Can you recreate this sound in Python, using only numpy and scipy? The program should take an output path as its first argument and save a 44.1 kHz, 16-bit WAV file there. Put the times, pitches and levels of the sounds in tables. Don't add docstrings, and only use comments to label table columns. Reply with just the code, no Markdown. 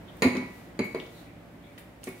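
import sys
import numpy as np
from scipy import signal
from scipy.fft import rfft, irfft
from scipy.io import wavfile

SR = 44100
rng = np.random.default_rng(int(sys.argv[2]) if len(sys.argv) > 2 else 0)


def unload_audio(sound):
    columns = np.transpose(np.atleast_2d(sound))
    steps = np.round(np.clip(columns, -1, 1) * 32767)
    wavfile.write(sys.argv[1], SR, steps.astype(np.int16))


N = 97020
TIME_S = np.arange(N) / SR
FREQ_HZ = np.maximum(np.fft.rfftfreq(N, 1 / SR), 1)

# (frequency [Hz], relative density [dB])
AIR_SPECTRUM = [(15, -65), (25, -27), (48, -7.5), (145, -5), (175, 2), (195, -6), (285, -2.5), (439, -10.5),
                (591, -10), (1160, -18.5), (2160, -20.5), (2610, -25), (3620, -31), (16000, -68)]
# (frequency [Hz], rms level [dB])
HUM_TONES = [(57, -64), (109, -60.5), (172, -66), (581, -66.5), (694, -70), (780, -75)]
# (time [s], level [dB])
SMEAR_LEVELS = [(0, -64), (.07, -66), (.13, -64.5), (.21, -60), (.42, -63.5), (.57, -58.5), (.75, -68),
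                (.88, -61.5), (1.1, -61), (1.2, -58.5), (1.3, -68.5), (1.6, -68), (1.7, -66), (2.0, -69),
                (2.07, -52), (2.14, -63), (2.2, -57.5)]
# (frequency [Hz], relative density [dB])
SMEAR_SPECTRUM = [(500, -3), (2200, 3.5), (4000, 0.5), (5500, -1), (9500, -1.5), (15000, -1)]
# (mid time [s], level [dB], half length [s], centre [Hz])
SQUEAKS = [(0.091, -54.5, 0.014, 3370), (1.179, -61, 0.044, 3930), (1.281, -60, 0.022, 2280),
           (1.652, -64, .025, 3520), (1.686, -64.5, 0.063, 2220)]
# (time [s], crackle [dB], t60 [s], centre [Hz], spread [oct], tick [dB])
BATTER_SMACKS = [(.168, -58, .03, 11000, .6, -54), (0.3688, -42, 0.014, 3850, 0.78, -38),
                 (0.842, -51.5, 0.19, 11000, 0.88, -51), (0.999, -45, 0.04, 3200, 0.46, -53),
                 (1.064, -56, 0.05, 4000, 0.61, -50), (1.778, -43.5, 0.067, 2040, 0.86, -58),
                 (1.782, -49, 0.11, 11400, 0.55, -52), (2.0332, -46.5, 0.048, 3000, 1, -46),
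                 (2.040, -44.5, .06, 8200, 0.73, -33), (2.0895, -42, .025, 11100, 0.34, -31)]
# (time [s], thud [dB], thud centre [Hz], thud spread [oct], clank [dB],
# clank tilt [dB/oct], clink [dB], ring [dB], ring spread [oct], ring swell [s], ring L-R [dB])
SPATULA_KNOCKS = [(.2210, -15, 370, 0.99, -20.5, 2, -23, -28, 1.8, 0.0058, -0.5),
                  (.2415, -23.5, 376, .7, -27, -0.5, -31.5, -30.5, 0.061, 0.0018, 2),
                  (0.2487, -7.5, 266, 0.59, -24, -4.5, -51, -59, 0.28, 0.0099, -16),
                  (.2605, -11.5, 242, 0.37, -24.5, -11, -44, -60, 0.13, .008, -6),
                  (0.3511, -24.5, 290, 0.88, -32.5, 0, -47, -47.5, 1, 0.0053, 19),
                  (0.3716, -17.5, 257, 0.46, -40, 0, -56, -37, 0.035, 0.013, -5),
                  (.425, -41, 280, 0.27, -39, -2, -62, -56, 0.89, 0.0058, -8),
                  (.7910, -18, 418, 0.23, -26.5, -1, -33.5, -24.5, 0.084, 0.039, 7),
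                  (0.7982, -18.5, 234, 0.99, -31, -40, -52, -50, 0.61, .005, -13),
                  (.9470, -20.5, 407, 0.41, -30.5, -2, -41, -37.5, 0.17, 0.017, 5.5),
                  (2.0714, -23, 309, 0.47, -39.5, 1, -64, -42.5, 0.37, 0.0052, 0)]
# (frequency [Hz], level [dB], t60 [s])
BASE_MODES = [(214, -6, 0.19), (246.2, -1.5, 0.087), (372, -4.5, 0.11), (453, -0.5, 0.081),
              (503.5, -4.5, 0.066), (581, -5, 0.066), (724, -25.5, 0.044)]
# (frequency [Hz], level [dB], t60 [s])
CLINK_MODES = [(4052, -2, 0.029), (4390, 0, 0.0087), (4624, -1.5, 0.028), (6680, -8, 0.024),
               (6780, -9, 0.017), (8600, -11, 0.0098), (9700, -13, 0.01), (11600, -18, 0.01),
               (14100, -19, 0.0083)]
# (frequency [Hz], relative density [dB])
CLANK_SPECTRUM = [(40, -36), (120, 23), (300, 14.5), (600, 8.5), (850, 7.5), (1150, 8), (1500, -1.5),
                  (1900, 4.5), (2400, 8.5), (2900, -5), (3550, -11.5), (4100, -2), (4700, -18.5),
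                  (5300, -14.5), (6100, -22), (6800, -7), (7800, -27.5), (9000, -9.5), (10400, -22.5),
                  (11500, -17.5), (12700, -26), (15000, -23.5)]
# (frequency [Hz], level [dB], t60 [s])
RIM_MODES = [(764, -27, 0.17), (839.5, -5.5, 0.6), (989, -3.5, 0.65), (953, -12, 0.33), (1142, 7, 0.053),
             (1428, -6, 0.28), (1832, 4.5, 0.09), (1915, -15, 0.4), (1957, -12, 1), (2178, -2.5, 0.27),
             (2233, -3.5, 0.42), (2270, -17, 0.31), (2580, -11.5, 0.15), (2630, -31, 0.14),
             (3968, -10.5, 0.33), (4145, -13, 0.28), (4690, -13, 0.15)]
# (time [s], peak level [dB])
COUNTER_BUMPS = [(0.25, -30), (0.373, -47), (0.799, -42)]
# (frequency [Hz], relative density [dB])
ECHO_SPECTRUM = [(30, -30), (80, -2), (250, -6.5), (600, -3), (2000, 3.5), (6000, -0.5), (15000, -1.5)]


def amp(db):
    return 10 ** (np.asarray(db) / 20)


def colour(points):
    hz, db = np.array(points, float).T
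    return amp(np.interp(np.log(FREQ_HZ), np.log(hz), db))


def hump(hz, centre_hz, spread_oct):
    return 1 / (1 + (np.log2(hz / centre_hz) / spread_oct) ** 2 / 2) ** 2


def fade(t60_s):
    return np.exp(-np.log(1000) * TIME_S / t60_s)


def rise(rise_s, power=1):
    return 1 - np.exp(-(TIME_S / rise_s) ** power)


def pan(left_minus_right_db):
    return amp(np.array([[0.5], [-0.5]]) * left_minus_right_db)


def add(out, start_s, sound):
    i = int(start_s * SR)
    out[:, i:] += sound[..., :N - i]


def noise(gain, wide_hz=1350, grain=0, side_db=0):
    white = rng.standard_normal((2, N))
    flicker = np.exp(grain * np.repeat(rng.standard_normal(N // 32 + 1), 32)[:N])
    mid, side = rfft(white * flicker)
    width = amp(side_db) * FREQ_HZ / np.hypot(FREQ_HZ, wide_hz)
    spectrum = np.array([mid + width * side, mid - width * side])
    stereo = irfft(spectrum * gain / np.hypot(1, width), N)
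    return stereo / stereo.std()


def die_away(sound, t60_s, damping_per_oct):
    octave = np.clip(np.log2(FREQ_HZ / 2000), 0, 3)
    spectrum = rfft(sound)
    bands = [irfft(spectrum * np.maximum(1 - abs(octave - k), 0), N) for k in range(4)]
    return sum(band * fade(t60_s * 2 ** (-k * damping_per_oct)) for k, band in enumerate(bands))


def modes(table):
    return np.array([amp(db) * fade(t60_s) * np.exp(2j * np.pi * hz * TIME_S) for hz, db, t60_s in table])


def scatter_phases(tones, ear_gap_turns=0.2):
    lead = ear_gap_turns * rng.choice([-1, 1], len(tones)) / 2
    turns = rng.random(len(tones)) + np.array([lead, -lead])
    return (np.exp(2j * np.pi * turns) @ tones).imag


def appliance_hum():
    return sum(np.sqrt(2) * amp(db) * np.sin(2 * np.pi * (hz * TIME_S + rng.random()))
               for hz, db in HUM_TONES)


def room_air(start_db=-46.62, fall_db_per_s=2):
    level = amp(start_db - fall_db_per_s * TIME_S)
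    return pan(-1) * level * noise(colour(AIR_SPECTRUM), wide_hz=845)


def smear():
    level_db = np.interp(TIME_S, *np.array(SMEAR_LEVELS).T)
    return amp(level_db) * noise(colour(SMEAR_SPECTRUM), grain=0.14)


def squeaks(spread_oct=0.16):
    out = np.zeros((2, N))
    for mid_s, db, half_s, hz in SQUEAKS:
        swell = np.exp(-((TIME_S - mid_s) / half_s) ** 2)
        out += amp(db) * swell * noise(hump(FREQ_HZ, hz, spread_oct))
    return out


def smacks(rise_s=0.00038, tick_t60_s=0.0053):
    out = np.zeros((2, N))
    for start_s, db, t60_s, centre_hz, spread_oct, tick_db in BATTER_SMACKS:
        crackle = noise(hump(FREQ_HZ, centre_hz, spread_oct), grain=0.55)
        envelope = (amp(db) * fade(t60_s) + amp(tick_db) * fade(tick_t60_s)) * rise(rise_s)
        add(out, start_s, crackle * envelope)
    return out


def bowl_knocks(thud_rise_s=0.0015, metal_rise_s=0.00043, low_cut_hz=203):
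    out = np.zeros((2, N))
    base = modes(BASE_MODES).imag * rise(thud_rise_s)
    base_hz = np.array(BASE_MODES)[:, 0]
    contact = modes(CLINK_MODES)
    oct_re_1khz = np.log2(np.maximum(FREQ_HZ, 400) / 1000)
    for start_s, thud_db, centre_hz, spread_oct, clank_db, db_per_oct, clink_db, *_ in SPATULA_KNOCKS:
        thud = hump(base_hz, centre_hz, spread_oct) @ base
        wall = noise(colour(CLANK_SPECTRUM) * amp(db_per_oct * oct_re_1khz), side_db=-0.5)
        tail = amp(-9) * die_away(wall, t60_s=0.25, damping_per_oct=0.12)
        clank = wall * fade(t60_s=0.081) + tail
        metal = (amp(clank_db) * clank + amp(clink_db) * scatter_phases(contact)) * rise(metal_rise_s)
        add(out, start_s, pan(-1.5) * metal - amp(thud_db) * thud)
    return signal.sosfilt(signal.butter(3, low_cut_hz, "high", fs=SR, output="sos"), out)


def rim_ring(centre_hz=2228):
    out = np.zeros((2, N))
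    for hz, db, t60_s in RIM_MODES:
        envelope = np.zeros((2, N))
        for start_s, *_, ring_db, spread_oct, swell_s, pan_db in SPATULA_KNOCKS:
            drive = amp(db + ring_db) * hump(hz, centre_hz, spread_oct)
            add(envelope, start_s, drive * pan(pan_db) * fade(t60_s) * rise(swell_s, power=2))
        tone = np.exp(2j * np.pi * hz * TIME_S)
        out += envelope * scatter_phases(tone[None])
    return out


def counter_bumps(hz=91, t60_s=0.11, rise_s=0.014):
    out = np.zeros((2, N))
    bump = np.sin(2 * np.pi * hz * TIME_S) * fade(t60_s) * rise(rise_s, power=2)
    for start_s, db in COUNTER_BUMPS:
        add(out, start_s, amp(db) * bump / abs(bump).max())
    return out


def kitchen(direct, echo_db=-3.5, rise_s=0.002):
    impulse = die_away(noise(colour(ECHO_SPECTRUM)), t60_s=0.54, damping_per_oct=0.11)
    impulse *= rise(rise_s, power=2)
    impulse /= np.sqrt(np.sum(impulse ** 2) / 2)
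    return direct + amp(echo_db) * signal.fftconvolve(direct, impulse, axes=1)[:, :N]


def scene():
    direct = smear() + squeaks() + smacks() + bowl_knocks() + counter_bumps()
    return appliance_hum() + room_air() + kitchen(direct) + rim_ring()


def record(dry, top_hz=15600):
    return signal.sosfilt(signal.ellip(8, 0.2, 70, top_hz, fs=SR, output="sos"), dry)


dry = scene()
out = record(dry)
unload_audio(out)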